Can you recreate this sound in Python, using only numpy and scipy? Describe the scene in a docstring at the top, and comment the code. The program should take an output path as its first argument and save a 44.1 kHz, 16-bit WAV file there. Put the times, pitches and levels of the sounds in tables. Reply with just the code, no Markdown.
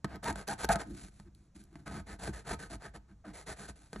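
"""A small steel file scrapes to and fro over a plastic model part pinched between fingers.
Its teeth pick at the edge: a bright rasp, the hollow ring of part and file, a soft thud in the hand.
The file knocks as it lands or snags, and on some strokes it sticks and slips in a short croak.
Heard in a quiet room, close to a stereo microphone, with a low rumble from the fingers underneath."""
import sys
import numpy as np
from scipy import signal
from scipy.fft import rfft, irfft
from scipy.io import wavfile
from scipy.ndimage import uniform_filter1d

SR = 44100
rng = np.random.default_rng(int(sys.argv[2]) if len(sys.argv) > 2 else 0)


def pcm_store(signal):
    """Save signal as 16-bit PCM."""
    levels = np.round(np.clip(np.atleast_2d(signal), -1, 1) * 32767)
    wavfile.write(sys.argv[1], SR, levels.astype(np.int16).T)


N = 176400
TIME = np.arange(N) / SR


def from_db(db):
    """Decibels to gain."""
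    return 10 ** (np.asarray(db) / 20)


def unit_rms(x):
    """Scale to unit power."""
    return x / np.sqrt(np.mean(x ** 2) + 1e-20)


def drift(rate_hz):
    """A smooth random wander with a spread of about 1."""
    pole = np.exp(-2 * np.pi * rate_hz / SR)
    return unit_rms(signal.lfilter([1], [1, -2 * pole, pole * pole], rng.standard_normal(N + SR))[SR:])


def response(colour, size=8192):
    """Minimum-phase impulse response of unit energy: a colour sets tone, not loudness."""
    hz, db = np.transpose(colour)
    grid_hz = np.maximum(np.arange(size // 2 + 1) * SR / size, 1)
    cepstrum = irfft(np.log(from_db(np.interp(np.log(grid_hz), np.log(hz), db))))
    cepstrum[1:size // 2] *= 2
    cepstrum[size // 2 + 1:] = 0
    impulse = irfft(np.exp(rfft(cepstrum)))
    return impulse / np.linalg.norm(impulse)


def through(force, impulse):
    """Pass a force through an impulse response."""
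    return signal.fftconvolve(force, impulse)[:N]


def contact(start, end, attack_s=0.0018, release_s=0.01):
    """Envelope of a touch: the file eases in, stays and lifts off."""
    onset = (1 + np.tanh((TIME - start) / (2 * attack_s))) / 2
    return onset * np.exp(-np.maximum(TIME - end, 0) / release_s)


def pulses(rate_hz, jitter):
    """Unit clicks at a changing rate, each gap a little uneven."""
    cycles = np.cumsum(rate_hz) / SR
    marks = np.cumsum(np.exp(jitter * rng.standard_normal(N // 4)))
    clicks = np.zeros(N)
    clicks[np.searchsorted(cycles, marks[marks < cycles[-1]])] = 1
    return clicks


# Background of the quiet room: frequency_hz, level_db
FLOOR_COLOUR = [(20, -6.5), (150, -5), (330, -22), (1500, -33.5), (3000, -42), (9000, -37.5),
                (13000, -71.5)]

def noise_floor(level_db=-65.5):
    """Steady low noise with a trace of hiss."""
    return from_db(level_db) * through(rng.standard_normal(N), response(FLOOR_COLOUR))


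# Flesh of the hand, heard from close by: frequency_hz, level_db
RUMBLE_COLOUR = [(20, -34.5), (32, -23.5), (50, -1.5), (72, -8), (100, -13.5), (1000, -69)]

def finger_rumble(force, shake_db=-4.5, hold_s=0.021, rest_db=-71.5):
    """The fingers rumble faintly at rest and go on shaking after each push."""
    pole = np.exp(-1 / (hold_s * SR))
    shake = np.sqrt(signal.lfilter([1 - pole], [1, -pole], force ** 2))
    level = from_db(shake_db) * shake + from_db(rest_db)
    return through(rng.standard_normal(N) * level, response(RUMBLE_COLOUR))


# The file lands or snags: start_s, rasp_db, body_db, hand_db
FILE_KNOCKS = [(0.045, -20.5, -5, -5.5), (0.301, -19, -21, -10), (.327, -25, -37, -12),
               (0.358, -24, -17, -17), (0.646, -25, -6.5, -13), (.693, -23, -12, -2),
               (.758, -14.5, -7.5, -5), (1.199, -34.5, -28, -20.5), (1.756, -38.5, -25.5, -16.5),
               (2.277, -31, -14, -9), (2.292, -53.5, -42, -8.5), (2.512, -38, -15.5, -22.5),
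               (3.931, -23.5, -17.5, -20.5), (3.961, -45, -17, -16.5)]

def knocks(crunch_s=0.005, crunch_share=0.98):
    """A sharp blow, then the edge briefly crumbles; gives the forces for rasp, body and hand."""
    forces = np.zeros((3, N + SR))
    t = TIME[:SR // 20]
    for start, *levels_db in FILE_KNOCKS:
        crunch = rng.standard_normal(len(t)) * np.exp(-t / crunch_s)
        blow = crunch_share * crunch / np.linalg.norm(crunch)
        blow[0] += 1
        at = int(start * SR)
        forces[:, at:at + len(t)] += from_db(levels_db)[:, None] * blow / np.linalg.norm(blow)
    return forces[:, :N]


# Steel teeth on the plastic edge, close up: frequency_hz, level_db
RASP_COLOUR = [(500, -14.5), (1500, 1.5), (2400, 1.5), (2900, -5.5), (4300, 0.5), (5400, -3.5), (7900, 3.5),
               (9100, 3.5), (10100, 8), (10800, -5), (11700, -26.5), (13000, -49), (16000, -66.5)]

def rasp(force, sizzle_hz=11000, sizzle_db=-12.5, hard_bite_db=-35):
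    """A bright scrape; the harder the teeth bite, the more high sizzle it gains."""
    bite = np.sqrt(np.abs(uniform_filter1d(force ** 2, size=300))) / from_db(hard_bite_db)
    band = signal.butter(2, [sizzle_hz / 1.12, sizzle_hz * 1.12], "band", fs=SR, output="sos")
    sizzle = signal.sosfilt(np.vstack([band, band]), force * np.tanh(bite))
    return through(force, response(RASP_COLOUR)) + from_db(sizzle_db) * sizzle


# Clack of the plastic body: frequency_hz, level_db
BODY_COLOUR = [(100, -19), (300, -0.5), (450, 3), (545, -5), (650, -0.5), (900, -4.5), (1050, -8),
               (2200, -12), (2800, -21.5), (5000, -22), (12000, -57)]
# Modes of part and file: pitch_hz, lift_db, width_hz
PART_MODES = [(680.2, 6, 12), (744, 0.5, 4.1), (895, 5.5, 11), (1273, 9.5, 18), (1559, 9.5, 75),
              (1825, 4.5, 65)]

def part_response():
    """Impulse response of a dead plastic clack, lifted at the modes of part and file, which ring on."""
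    clack = response(BODY_COLOUR)
    for pitch_hz, lift_db, width_hz in PART_MODES:
        ring = signal.lfilter(*signal.iirpeak(pitch_hz, pitch_hz / width_hz, fs=SR), clack)
        clack = clack + (from_db(lift_db) - 1) * ring
    return clack / np.linalg.norm(clack)


# The hand that pinches the part: frequency_hz, level_db
HAND_COLOUR = [(20, -26), (52, -11), (90, -17), (145, 0.5), (175, -1), (202, 6), (238, -9.5), (305, 1.5),
               (420, -14), (3000, -79.5)]

def hand_thud(force):
    """The hand takes each push of the file with a soft, low thud."""
    return through(force, response(HAND_COLOUR))


def arch(start, crest, end, swell_db, fade_db=8):
    """Pressure swells to a rounded crest and falls away; a negative swell starts above the crest."""
    to_crest = np.interp(TIME, [start, crest], [1, 0])
    past_crest = np.interp(TIME, [crest, end], [0, 1])
    return from_db(-swell_db * to_crest ** 2 - fade_db * past_crest ** 2)


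# Passes of the file: start_s, crest_s, end_s, rasp_db, body_db, hand_db, swell_db
FILE_STROKES = [(0.07, 0.187, 0.17, -63.5, -46.5, -43, 12.5), (0.229, 0.297, 0.31, -43.5, -36.5, -36, 6.5),
                (0.354, .385, 0.43, -51, -46, -49.5, 3), (0.474, 0.552, 0.54, -44, -42, -41.5, 1),
                (0.582, 0.648, 0.65, -42, -39, -42.5, 8.5), (0.694, 0.734, 0.74, -35.5, -40, -42.5, 8.5),
                (0.785, 0.813, .828, -48, -40.5, -64, 7), (0.831, 0.915, 0.95, -63.5, -64.5, -42, 21),
                (0.944, 1.014, 1.09, -55, -60, -52, 5), (1.112, 1.158, 1.26, -70.5, -77, -68, 4),
                (1.248, 1.295, 1.283, -83, -69, -52, 9), (1.347, 1.358, 1.48, -75.5, -82.5, -65, 1.5),
                (1.55, 1.611, 1.653, -65.5, -70.5, -57.5, -3.5),
                (1.662, 1.79, 1.833, -72.5, -65.5, -52.5, 14), (1.861, 1.867, 1.902, -54, -44, -43.5, -2),
                (1.909, 1.961, 2.011, -54, -45.5, -40, 9), (2.063, 2.123, 2.154, -56, -50, -48.5, 5),
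                (2.19, 2.273, 2.3, -48, -44, -44.5, 8), (2.33, 2.331, 2.415, -53.5, -50, -52.5, 0),
                (2.446, 2.532, 2.549, -43, -37, -37.5, 20.5),
                (2.591, 2.615, 2.675, -53.5, -49.5, -50.5, -2), (2.697, 2.74, 2.756, -49, -45.5, -41, 13),
                (2.8, 2.855, 2.886, -56, -48, -51, 12), (2.937, 2.957, 2.972, -57, -49, -46, 12),
                (3.082, 3.099, 3.135, -79, -67, -57, 0), (3.248, 3.275, 3.322, -68, -55, -49, 2),
                (3.334, 3.368, 3.43, -51, -50, -54, 6), (3.463, 3.495, 3.536, -47.5, -45, -47.5, 9),
                (3.565, 3.614, 3.69, -53, -52, -53, 7), (3.68, 3.691, 3.71, -50, -48.5, -47, 14),
                (3.759, 3.786, 3.95, -66, -68, -64.5, -8.5), (3.933, 3.968, 4.11, -63.5, -57.5, -50.5, -1)]

def strokes(teeth_per_s=1150, tooth_spread_db=5.5, judder_db=1.5, judder_hz=53):
    """Teeth pick at the edge, fastest in mid-stroke; gives the forces for rasp, body and hand."""
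    pressure, speed = np.zeros((3, N)), np.full(N, .5)
    for start, crest, end, *levels_db, swell_db in FILE_STROKES:
        shape = contact(start, end) * arch(start, crest, end, swell_db)
        pressure += from_db(levels_db)[:, None] * shape
        speed += np.sin(np.pi * np.clip((TIME - start) / (end - start), 0, 1)) / 2
    teeth = pulses(teeth_per_s * speed, jitter=.4)
    teeth *= from_db(tooth_spread_db * np.clip(rng.standard_normal(N), -2, 2))
    teeth = unit_rms(teeth - uniform_filter1d(teeth, size=200))   # take out the steady push
    fine_friction = rng.standard_normal(N)
    judder = from_db(judder_db * drift(judder_hz))   # uneven pressure
    return pressure * unit_rms((teeth + fine_friction) * judder)


# A tooth or an edge catches and lets go: start_s, level_db
TOOTH_CATCHES = [(.158, -30.5), (.243, -20.5), (.478, -18), (.486, -17), (.646, -16), (.651, -15),
                 (.690, -14.5), (1.349, -40.5), (1.639, -39)]
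# Its bright tick: frequency_hz, level_db
CATCH_COLOUR = [(1000, -18.5), (4000, 5.5), (11000, 1), (16000, -20)]

def catches(snap_s=0.00099):
    """A chip snaps off in about a millisecond."""
    force, t = np.zeros(N), TIME[:SR // 100]
    for start, level_db in TOOTH_CATCHES:
        snap = rng.standard_normal(len(t)) * np.exp(-t / snap_s)
        at = int(start * SR)
        force[at:at + len(t)] += from_db(level_db) * snap / np.linalg.norm(snap)
    return through(force, response(CATCH_COLOUR))


# The file sticks and slips, and once, near 3.24 s, the fingers slip on the plastic: start_s, end_s,
# start_pitch_hz, level_db
SLIP_CROAKS = [(0.26, 0.302, 876.6, -35), (0.482, .53, 849.5, -38), (0.691, 0.711, 799, -23),
               (0.726, 0.762, 752.4, -35), (3.244, 3.258, 699, -51)]

def croaks(part, sag_hz_per_s=1500, wobble_depth=.06, slip_top_hz=1570):
    """Near-regular slips, softer than tooth clicks and sagging in pitch, drive the part."""
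    sound = np.zeros(N)
    wobble = np.exp(wobble_depth * drift(rate_hz=60))
    soften = signal.butter(2, slip_top_hz, fs=SR, output="sos")
    for start, end, start_pitch_hz, level_db in SLIP_CROAKS:
        pitch_hz = start_pitch_hz - sag_hz_per_s * np.clip(TIME - start, 0, end - start)
        slips = pulses(pitch_hz * wobble, jitter=.1)
        slips = signal.sosfilt(soften, slips - slips.mean())
        croak = through(slips * contact(start, end), part)
        sound += from_db(level_db) * croak * np.sqrt((end - start) * SR) / np.linalg.norm(croak)
    return sound


def gliding_ring(force, pitch_hz, q, block=128):
    """A resonance whose centre moves."""
    ring, state = np.zeros(N), np.zeros(2)
    for i in range(0, N, block):
        peak = signal.iirpeak(pitch_hz[i], q, fs=SR)
        ring[i:i + block], state = signal.lfilter(*peak, force[i:i + block], zi=state)
    return ring


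# Light strokes on which the file rings hollow: start_s, end_s, mid_pitch_hz, gain_db
HOLLOW_STROKES = [(2.064, 2.14, 1720, 8), (2.329, 2.412, 1620, 10), (2.591, 2.672, 1500, 8),
                  (2.835, 2.886, 1560, 10), (3.332, 3.432, 1820, 6), (3.461, 3.654, 1640, 6)]

def file_ring(force, q=9, sag_hz_per_s=2000, upper_mode_ratio=1.24):
    """The contact travels along the file, so the ring of two bending modes sags through a stroke."""
    pitch_hz, drive = np.full(N, float(HOLLOW_STROKES[0][2])), np.zeros(N)
    for start, end, mid_pitch_hz, gain_db in HOLLOW_STROKES:
        from_middle_s = np.clip(TIME, start, end) - (start + end) / 2
        pitch_hz = np.where(TIME >= start, mid_pitch_hz - sag_hz_per_s * from_middle_s, pitch_hz)
        drive += from_db(gain_db) * contact(start, end) * force
    return gliding_ring(drive, pitch_hz, q) - gliding_ring(drive, pitch_hz * upper_mode_ratio, q) / 2


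def room_tail(sound, t60_s=0.43, level_db=-22.5, top_hz=4000):
    """The room answers with a dull tail, faint at this distance and different on each side."""
    t = TIME[:SR // 2]
    dull = signal.butter(2, top_hz, fs=SR, output="sos")
    tails = signal.sosfilt(dull, rng.standard_normal((2, len(t))))
    tails *= from_db(-60 * t / t60_s) * (t > .004)   # reflections begin after 4 ms
    return from_db(level_db) * np.array([through(sound, tail / np.linalg.norm(tail)) for tail in tails])


# Phase by which the left microphone port leads the right: frequency_hz, lead_rad
PORT_LEAD = [(0, 0), (400, -.1), (900, -.5), (1200, -.1), (1800, .1), (2700, .75), (4100, .75), (4570, 1.7),
             (4900, 3.4), (5500, 6.1), (6200, 6.3), (8700, 9.2), (9700, 9.8), (10700, 10.9), (11600, 12.4)]

def microphone_ports(sound):
    """The two ports hear the close sound at the same level but with different phase."""
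    frequency_hz = np.arange(N + 1) * SR / (2 * N)
    lead_rad = np.interp(frequency_hz, *np.transpose(PORT_LEAD))
    right = irfft(rfft(sound, 2 * N) * np.exp(-1j * lead_rad))[:N]
    return np.array([sound, right])


def scene():
    """Filing and finger rumble close to the microphone, with the quiet room behind."""
    rasp_force, body_force, hand_force = strokes() + knocks()
    part = part_response()
    teeth = rasp(rasp_force) + catches()
    body = through(body_force, part) + croaks(part) + file_ring(body_force)
    filing = teeth + body + hand_thud(hand_force)
    return microphone_ports(filing + noise_floor() + finger_rumble(hand_force)) + room_tail(filing)


def record(dry, cutoff_hz=16200):
    """A steep low-pass cuts the highest treble."""
    return signal.sosfilt(signal.cheby2(12, 70, cutoff_hz, fs=SR, output="sos"), dry)


dry = scene()
out = record(dry)
pcm_store(out)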